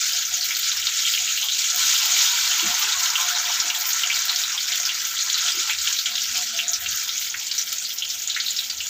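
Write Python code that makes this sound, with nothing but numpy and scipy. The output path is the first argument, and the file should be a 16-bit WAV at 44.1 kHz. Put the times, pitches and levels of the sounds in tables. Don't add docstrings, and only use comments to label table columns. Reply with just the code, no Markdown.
import sys
import numpy as np
from scipy import signal
from scipy.fft import rfft, irfft, next_fast_len
from scipy.io import wavfile

SR = 44100
rng = np.random.default_rng(int(sys.argv[2]) if len(sys.argv) > 2 else 0)


def generate_wav(sig):
    pcm = np.round(np.clip(np.atleast_2d(sig).T, -1, 1) * 32767).astype(np.int16)
    wavfile.write(sys.argv[1], SR, pcm)


N = 392041

FRYING = [(0, -23, -25, -1.5, -58), (.15, -26, -3.5, -1, -59), (.55, -27.5, -4, 0, -66),
          (.76, -24.5, -11, 0, -60), (.95, -26, -13, -1, -65), (1.02, -21, -6, -4.5, -61),
          (1.2, -23, -14, -2.5, -58), (1.5, -26, -4, -3.5, -65), (1.62, -22.5, -26, -7, -55),
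          (1.755, -26, 3, 3, -57.5), (1.79, -19, -12, -1, -45), (1.95, -18, -13.5, -2, -43),
          (2.4, -20.5, -9.5, 1.5, -44), (2.7, -22.5, -7, 5.5, -40), (3.3, -24.5, -11, 5.5, -42),
          (4, -26, -6.5, 6, -49), (4.7, -26, -12, 3, -53), (5.2, -28.5, -7.5, 4, -60),
          (5.45, -24.5, -18, 2.5, -54), (6, -28, -6, 0.5, -62), (6.39, -26.5, -14, -1.5, -61),
          (6.68, -29.5, -8, 2.5, -61), (7.1, -28, -8, 1.5, -66), (7.35, -31, -2, -7, -59),
          (7.6, -29.5, -7, -2.5, -63), (8.2, -32, -7.5, -6.5, -64), (8.47, -28, -9, -2, -62),
          (8.89, -32.5, -5.5, -3, -62)]
# frequency in Hz, boost or cut in dB.
MIC_COLOUR = [(1140, -24), (1250, -11), (1350, -4.5), (1800, -7), (2310, -4.5), (2600, -4.5), (3300, 1),
              (4800, 0), (6900, 3.5), (9300, -22.5), (10000, -21.5), (11300, -25), (13000, -15.5),
              (15000, -10.5)]


def gain_of(db):
    return 10 ** (np.asarray(db) / 20)


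def evened(x):
    return x / np.sqrt(np.mean(x ** 2) + 1e-20)


def value_at(points, hz):
    row_hz, value = np.transpose(points)
    return np.interp(np.log(hz + 1), np.log(row_hz + 1), value)


def follow(rows):
    times, *columns = np.transpose(rows)
    return [np.interp(np.arange(N) / SR, times, column) for column in columns]


def coloured(x, points):
    size = next_fast_len(len(x))
    gains = gain_of(value_at(points, np.fft.rfftfreq(size, 1 / SR)))
    return irfft(rfft(x, size) * gains, size)[:len(x)]


def add(mix, start, sound):
    part = mix[max(round(start * SR), 0):][:len(sound)]
    part += sound[:len(part)]


def clicks(per_s, spread_db, clump=1.):
    hits = np.flatnonzero(rng.random(N) < clump * per_s / SR)[:N // 4]
    size, side = rng.random((N // 4, 2))[:len(hits)].T
    out = np.zeros(N)
    out[hits] = gain_of(spread_db * np.minimum(-np.log(size), 6)) * np.sign(side - .5)
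    return out


def flicker(ms, db):
    drift = rng.standard_normal(N // 44 + 2)
    for _ in range(2):
        drift = signal.lfilter([1], [1, -np.exp(-1 / ms)], drift)
    return np.interp(np.arange(N) / 44, np.arange(len(drift)), gain_of(db * evened(drift)))


def swell_gain(rows, floor_gain, edge_s=0.05):
    power = np.zeros(N)
    for start, length, db in rows:
        span = length + edge_s
        shape = signal.windows.tukey(round(span * SR), min(2 * edge_s / span, 1))
        add(power, start - edge_s / 2, gain_of(2 * db) * shape ** 2)
    return np.sqrt(power + floor_gain ** 2)


def resonate(x, hz, width):
    return signal.lfilter(*signal.iirpeak(hz, hz / width, SR), x)


def ringing(notes, drive):
    out = np.zeros(N)
    for hz, width, db in notes:
        push = resonate(drive(), hz, width / 0.6)
        out += gain_of(db) * evened(resonate(push, hz, width))
    return evened(out)


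def ping(hz, cycles, glide):
    turns = np.arange(int(min(10 * cycles / hz, .1) * SR) + 8) / SR * hz
    age = turns / cycles
    return age * np.exp(1 - age) * np.sin(2 * np.pi * turns * (1 + glide * age))


def sizzle(sizzle_db, large_db, sizes=20):
    level = gain_of(sizzle_db - 1.5) * flicker(ms=21, db=0.76)
    surge = flicker(ms=4, db=2.5)
    crowd = gain_of(.9 * (sizzle_db + 25))
    clumpiness = np.minimum(crowd ** -.8, 1.2)
    out = np.zeros(N)
    for hz in np.geomspace(1200, 16000, sizes):
        clump = crowd * (surge * flicker(ms=8, db=4)) ** clumpiness
        pops = clicks(per_s=9000 / sizes * (hz / 5000) ** .6, spread_db=2, clump=clump)
        pings = signal.oaconvolve(pops / np.sqrt(crowd), ping(hz, cycles=1.76, glide=0.017))[:N]
        largeness = np.clip(np.log2(2600 / hz), 0, 1)
        out += np.sqrt(hz) * gain_of(large_db * largeness) * evened(pings)
    return level * out / np.std(coloured(out, MIC_COLOUR))


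def spitting_droplets(spray_gain):
    # start in seconds, level in dB, the snap's body against that level in dB.
    droplets = [(0.0643, -17, -9), (0.18, -24, -9), (0.4435, -15, -9), (0.5686, -11.5, -6),
                (0.592, -10.5, -13), (0.7193, -25, -5), (0.7652, -19, -9), (0.7981, -17, -11),
                (1.44, -17, -9), (1.5843, -20, -11), (1.7449, -16, -9), (1.7594, -12, -9),
                (1.9614, -15, -9), (1.9809, -12, -5), (2.056, -12, -9), (2.2503, -19, -9),
                (2.3037, -27, -9), (2.6519, -22, -7), (2.7262, -25, -9), (2.794, -12, -14),
                (3.0066, -21, -12), (3.7474, -15, -9), (3.8681, -28, -9), (3.9938, -21, -9),
                (4.2537, -13, -9), (4.316, -20, -5), (4.5251, -22, -9), (4.7571, -14, -3),
                (5.0689, -15, -14), (5.3028, -23, -9), (5.3812, -16, -5), (5.5533, -19, -5),
                (5.7083, -16, -7), (6.3355, -28, -9), (6.3774, -13.5, -5), (6.5715, -28, -11),
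                (6.928, -17, -9), (6.959, -16, -11), (7.0364, -18, -6), (7.079, -16, -6), (7.5512, -21, -7),
                (7.7277, -13, -2), (7.831, -28, -12), (8.4492, -32, -9)]
    spray = spray_gain * evened(clicks(per_s=3600, spread_db=4, clump=flicker(ms=5.9, db=5.5)))
    out = gain_of(18) * signal.sosfilt(signal.butter(4, 11500, "high", fs=SR, output="sos"), spray)
    snaps = rng.standard_normal((len(droplets), 500)) * np.exp(-np.arange(500) / SR / 0.0036)
    tick = ping(14600, cycles=0.91, glide=0)
    for (start, db, body_db), snap in zip(droplets, snaps):
        add(out, start, gain_of(db) * signal.oaconvolve(snap, tick))
        add(out, start, gain_of(db + body_db) * snap)
    return out


def lesser_bubbles(count=40, low_hz=2690, high_hz=6860, crack_db=-11.5):
    when, weakness, size = rng.random((count, 3)).T
    starts = when * N / SR
    sizzle_db = np.interp(starts, *np.transpose(FRYING)[:2])
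    db = sizzle_db + 11 - 4 * weakness
    hz = low_hz * (high_hz / low_hz) ** size
    return list(zip(starts, db, hz, np.full(count, crack_db)))


def bursting_bubbles():
    # start in seconds, level in dB, pitch in Hz, crack against that level in dB.
    loud_bubbles = [(0.0402, -11, 6640, -5), (0.1326, -10.5, 5000, -12), (0.169, -18, 4290, -19),
                    (0.2243, -15, 3970, -18), (0.252, -6.5, 6250, -16), (0.3403, -4.5, 6600, -14),
                    (0.41, -7, 4370, -19), (0.4297, -7, 4270, -21), (0.5068, -15.5, 2200, -10),
                    (0.5492, -8, 4250, -14), (0.631, -10, 3970, -21), (0.716, -10, 3720, -9),
                    (0.7711, -8, 5300, -20), (0.869, -10.5, 3650, -4), (0.948, -13, 5310, -22),
                    (0.972, -7, 6870, -10), (1.051, -8, 3160, -20), (1.074, -10.5, 2930, -24),
                    (1.0829, -11, 4850, -20), (1.121, -11, 5100, -21), (1.1378, -7.5, 2910, -17),
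                    (1.1832, -17, 6110, -8), (1.207, -11, 6900, -12), (1.2461, -15, 6300, -4),
                    (1.277, -14, 2730, -14), (1.324, -7, 6720, -21), (1.3745, -13.5, 2730, -12),
                    (1.3803, -16, 3280, -14), (1.4144, -9, 6590, -12), (1.4216, -11.5, 3060, -19),
                    (1.4857, -7.5, 3450, -16), (1.5143, -10, 3980, -24), (1.532, -7.5, 6300, -10),
                    (1.5887, -11, 5650, -4), (1.6434, -6.5, 6400, -7), (1.701, -7.5, 6900, -7),
                    (1.7454, -11, 6970, -10), (1.761, -10, 5100, -14), (2.1146, -17, 5790, -16),
                    (2.199, -18, 3400, -18), (2.5112, -10, 3030, -11), (2.5706, -20.5, 5560, -12),
                    (2.596, -12, 2920, -14), (2.701, -18, 6880, -15), (2.7432, -10, 6340, -12),
                    (2.8147, -20, 2800, -12), (2.824, -11.5, 4800, -3.5), (2.891, -14, 3280, -8),
                    (2.9223, -12, 3960, -8), (2.9951, -9, 6840, -5), (3.0325, -10, 6660, -8),
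                    (3.058, -10, 4000, -14), (3.102, -8.5, 5650, -9), (3.1551, -9, 2880, -11),
                    (3.287, -3.5, 6700, -18), (3.3502, -8, 4000, -21), (3.3852, -6.5, 5700, -14),
                    (3.4521, -15, 3420, -2.5), (3.5159, -16, 5600, -14), (3.5483, -25, 6960, -12),
                    (3.6, -9.5, 5300, -3), (3.7013, -9, 2730, -14), (3.7486, -11, 3400, -12),
                    (3.8092, -14, 5670, -4), (3.8554, -12, 5330, -10), (3.904, -11, 4740, -10),
                    (3.9314, -1.5, 6600, -14), (3.9937, -13.5, 3160, -10), (4.0346, -6, 2970, -16),
                    (4.0716, -10.5, 6540, -4), (4.0996, -12.5, 2300, -15), (4.115, -9, 2970, -19),
                    (4.142, -10.5, 4590, -12), (4.1679, -10, 4000, -15), (4.1904, -8.5, 6200, -17),
                    (4.2193, -7, 5970, -12), (4.282, -12.5, 4000, -5), (4.2945, -8.5, 3900, -6),
                    (4.36, -8, 5500, -8), (4.416, -15, 5420, -8), (4.4367, -10, 3820, -10),
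                    (4.5221, -14, 4970, -9), (4.577, -10, 3320, -17), (4.6047, -13, 4300, -14),
                    (4.629, -10, 6730, -8), (4.6768, -14, 3680, -17.5), (4.69, -14, 5740, -22),
                    (4.72, -11, 3530, -7), (4.8005, -10, 6400, -10), (4.8523, -7, 4960, -13),
                    (4.8916, -13, 2800, -9.5), (4.9496, -19, 4730, -12), (5.019, -21, 3900, -10),
                    (5.0507, -9, 6250, -14), (5.1437, -11, 6600, -17), (5.1678, -12.5, 3330, -12),
                    (5.1889, -8.5, 4170, -15), (5.2094, -5.5, 6550, -14), (5.271, -14, 5980, -12),
                    (5.2989, -15, 4030, -2), (5.3298, -6, 6710, -11), (5.3428, -6, 4030, -14),
                    (5.378, -9, 3840, -9), (5.4395, -18, 6800, -10), (5.462, -12, 3240, -12),
                    (5.484, -11, 3470, -7), (5.5198, -11, 4880, -10), (5.6952, -15.5, 2300, -3),
                    (5.7084, -14.5, 2400, -8), (5.7852, -11, 4030, -12), (5.814, -6.5, 6740, -12),
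                    (5.8541, -12.5, 3350, -15), (5.8735, -11.5, 2960, -7), (5.9264, -10.5, 6720, -2),
                    (5.9648, -17, 4100, -5), (5.9883, -8.5, 4070, -10), (6.0582, -6.5, 3180, -10),
                    (6.136, -15, 4200, -12), (6.154, -14.5, 3970, -3.5), (6.1795, -14.5, 2990, -8),
                    (6.2068, -13, 4880, -14), (6.2177, -11, 5620, -10), (6.2552, -9, 5500, -21),
                    (6.358, -14, 3900, -5.5), (6.3705, -12, 6750, -2), (6.4273, -15, 6890, -12),
                    (6.575, -10.5, 5990, -14), (6.5887, -9.5, 2760, -14), (6.6812, -0.5, 6800, -25),
                    (6.7336, -4, 5460, -14), (6.86, -13, 2700, -10), (6.8883, -10, 6840, -6),
                    (6.9361, -27, 5600, -14), (6.9724, -15.5, 6150, 1), (7.0105, -16, 5780, -5),
                    (7.0788, -21, 5120, -12), (7.0913, -10.5, 3670, -9), (7.1656, -12, 6060, -17),
                    (7.1791, -6, 6700, -18), (7.2629, -20, 6130, -14), (7.2995, -11, 6130, -18),
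                    (7.3422, -21, 1790, -4), (7.468, -10, 6670, -7), (7.5133, -11, 4270, -7),
                    (7.5802, -5.5, 5800, -14), (7.614, -8.5, 5900, -10), (7.7209, -25, 6980, -12),
                    (7.7196, -14, 5370, -9), (7.7837, -11, 6650, -8.5), (7.8496, -9.5, 4700, -17),
                    (7.9039, -15, 3360, -12), (7.9843, -13, 5660, -12), (8.022, -7, 2950, -33),
                    (8.1015, -11, 5340, -9), (8.2196, -8.5, 6250, -17), (8.2751, -4, 6760, -19),
                    (8.299, -7.5, 4060, -11.5), (8.3465, -12, 4000, -11), (8.3631, -13, 1930, -16),
                    (8.4005, -9, 3850, -7.5), (8.4637, -10, 4100, -17), (8.481, -8.5, 4100, -15),
                    (8.507, -9.5, 7100, -14), (8.564, -11, 5100, -10), (8.5889, -7.5, 3880, -19),
                    (8.699, -11.5, 4470, -12), (8.771, -16, 6700, -10), (8.8039, -27, 3400, -9),
                    (8.804, -15.5, 2880, -12), (8.8682, -8, 6500, -18.5)]
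    rows = list(loud_bubbles) + lesser_bubbles()
    out, t = np.zeros(N), np.arange(500) / SR
    neighbour_draws = rng.random((len(rows), 5, 3))
    cracks = rng.standard_normal((len(rows), len(t))) * np.exp(-t / 0.0058) * (1 - np.exp(-t / 0.00021))
    for (start, db, hz, crack_db), neighbours, crack in zip(rows, neighbour_draws, cracks):
        level_db = db - value_at(MIC_COLOUR, hz)
        film = ping(1.06 * hz, cycles=0.36, glide=0)
        add(out, start, gain_of(level_db - 7) * ping(hz, cycles=2.67, glide=0.0007))
        add(out, start, gain_of(level_db + crack_db) * np.convolve(crack, film / np.linalg.norm(film)))
        for lateness, pitch, weakness in neighbours:
            delay = .0015 + .016 * lateness ** 1.7
            neighbour = ping(hz * (0.879 + 0.21 * pitch), cycles=1.8, glide=0.0089)
            add(out, start + delay, gain_of(level_db - 7.5 - 8.5 * weakness) * neighbour)
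    return out


def pan_wall(bursts):
    # pitch in Hz, width in Hz, level in dB.
    wall_notes = [(1340, 36, -3), (1611, 25, -0.5), (2068, 18, -2.5), (2200, 13, -3), (2318, 27, 4.5),
                  (2766, 20, -1.5), (3020, 20, -3.5)]
    return sum(gain_of(db) * resonate(bursts, hz, width) for hz, width, db in wall_notes)


def kitchen_tail(bursts):
    # frequency in Hz, seconds to fade by 60 dB.
    fade_times = [(1000, 0.29), (3000, 0.19), (6000, 0.1), (14000, 0.2)]
    frames = dict(fs=SR, nperseg=256, noverlap=192)
    hz, t, bands = signal.stft(bursts, **frames)
    kept = gain_of(-120 * (t[1] - t[0]) / value_at(fade_times, hz))
    power = np.array([signal.lfilter([0, 0, 1 - k], [1, -k], p) for k, p in zip(kept, abs(bands) ** 2)])
    noise = signal.stft(rng.standard_normal(N), **frames)[2]
    tail = signal.istft(np.sqrt(power) * noise, **frames)[1][:N]
    return evened(tail) * np.std(bursts)


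def wall_echoes(bursts, fade_s=0.15):
    echoes, slots = np.zeros(SR // 4), np.arange(60, SR // 4 - 20, 20)
    strengths = rng.choice([-1., 1.], len(slots)) * gain_of(-60 * slots / SR / fade_s)
    echoes[slots + rng.integers(0, 20, len(slots))] = strengths
    return signal.oaconvolve(bursts, echoes / np.linalg.norm(echoes))[:N]


def low_frying_band(steady_db, swell_s=0.049):
    # pitch in Hz, width in Hz, relative level in dB.
    band_notes = [(796, 68, -3), (879, 74, 5), (970, 65, 6), (1040, 18, 6), (1107, 28, 1), (1198, 79, 5)]
    # middle in seconds, level in dB.
    swells = [(.52, -52), (.76, -47.5), (.89, -52), (1.01, -51), (1.21, -56), (1.46, -42.5), (3.22, -34),
              (3.51, -42), (3.71, -44), (3.96, -45), (4.13, -46), (4.31, -39), (4.56, -43), (4.9, -50),
              (5.27, -47), (5.47, -51), (5.69, -47), (5.89, -47), (6.14, -55), (6.39, -45), (7.08, -50)]
    band = ringing(band_notes, lambda: flicker(ms=9.6, db=4) * clicks(per_s=250, spread_db=1))
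    spans = [(middle - swell_s / 2, swell_s, db) for middle, db in swells]
    return band * swell_gain(spans, gain_of(steady_db))


def pan_hum():
    # pitch in Hz, width in Hz, relative level in dB.
    pan_notes = [(717.4, 18.7, -2.5), (660, 114, -12)]
    # start in seconds, length in seconds, level in dB.
    hum_swells = [(0.14, 0.05, -48), (0.292, 0.17, -52.5), (1.206, 0.033, -47.5), (1.42, 0.05, -50),
                  (1.733, 0.05, -47.5), (1.866, 0.038, -49), (2.03, 0.2, -49), (2.485, 0.054, -48),
                  (2.636, 0.13, -43), (2.96, 0.13, -50.5), (3.184, 0.36, -45), (3.628, 0.092, -44.5),
                  (3.752, 0.15, -49), (4.044, 0.056, -48), (4.151, 0.045, -49), (4.26, 0.11, -50),
                  (4.382, 0.056, -50.5), (4.693, 0.055, -50.5), (4.787, 0.057, -44), (5.454, 0.046, -49),
                  (6.077, 0.12, -52.5), (6.354, 0.081, -47), (6.543, 0.2, -51.5), (6.811, 0.046, -52)]
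    hum = ringing(pan_notes, lambda: clicks(per_s=900, spread_db=-0.5))
    return hum * swell_gain(hum_swells, gain_of(-68.5) * flicker(ms=10, db=2))


def kitchen_air():
    # frequency in Hz, relative level in dB.
    air_colour = [(12, -51), (20, -34), (75, -16), (119, -7.5), (232, -3.5), (261, -6.5), (527, -8.5),
                  (694, -4.5), (769, -4), (867, -5.5), (1200, -30), (1560, -46), (2640, -120)]
    # start in seconds, length in seconds, level in dB.
    rumble_swells = [(0.295, 0.068, -58), (0.76, 0.124, -58), (1.2, 0.048, -55), (1.34, 0.049, -60),
                     (2.639, 0.081, -55), (2.888, 0.13, -61), (3.589, 0.03, -62), (5.13, 0.058, -60),
                     (5.371, 0.064, -61), (5.546, 0.07, -58), (5.75, 0.14, -58), (6.261, 0.182, -59.5),
                     (6.78, 0.18, -56), (7.202, 0.1, -62), (7.346, 0.04, -55), (7.983, 0.23, -61.5),
                     (8.722, 0.19, -60)]
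    rumble_notes = [(68.3, 12, 8), (91, 15, 2.5), (30, 57, -4), (150, 59, -10)]
    rumble = ringing(rumble_notes, lambda: rng.standard_normal(N))
    drone = ringing([(230.7, 7.5, 0)], lambda: flicker(ms=150, db=5.5) * rng.standard_normal(N))
    drone *= gain_of(-18 + 1.4 * np.arange(N) / SR)
    air = evened(coloured(rng.standard_normal(N), air_colour))
    rumble *= swell_gain(rumble_swells, gain_of(-72.5) * flicker(ms=44, db=2.5))
    return gain_of(-60.5) * (air + drone) + rumble


def dull_thuds():
    # start in seconds, level in dB, pitch in Hz, width in Hz, length in seconds.
    thuds = [(0.475, -60, 343, 19, 0.15), (1.754, -58, 194, 250, 0.097), (2.625, -39, 336, 54, 0.042),
             (2.629, -43, 200, 50, 0.096), (2.826, -53.5, 440, 90, 0.089), (3.58, -55, 304, 120, 0.13),
             (5.541, -46.5, 348, 75, 0.084), (6.519, -47.5, 675, 12, 0.24), (6.83, -59, 160, 60, 0.14)]
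    out = np.zeros(N)
    for (start, db, hz, width, length), puff in zip(thuds, rng.standard_normal((len(thuds), SR // 2))):
        ring = resonate(resonate(puff, hz, width), hz, width)
        ring = evened(ring[-int(length * SR):])
        shape = signal.windows.tukey(len(ring), .4) * np.linspace(1.2, .7, len(ring))
        add(out, start, gain_of(db) * ring * shape)
    return out


def scene():
    sizzle_db, spit_db, large_db, low_band_db = follow(FRYING)
    spray_gain = gain_of(sizzle_db + spit_db - 4.5) * flicker(ms=16, db=3.7)
    bursts = sizzle(sizzle_db, large_db) + spitting_droplets(spray_gain) + bursting_bubbles()
    room = gain_of(-4) * kitchen_tail(bursts) + gain_of(-10) * wall_echoes(bursts)
    frying = coloured(bursts + pan_wall(bursts) + room, MIC_COLOUR)
    return (frying + low_frying_band(low_band_db) + pan_hum() + dull_thuds() + kitchen_air())[None]


def record(dry, cutoff_hz=15500):
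    low_pass = signal.firwin(511, cutoff_hz, window=("kaiser", 9), fs=SR)
    return signal.oaconvolve(dry, low_pass[None], "same")


dry = scene()
out = record(dry)
generate_wav(out)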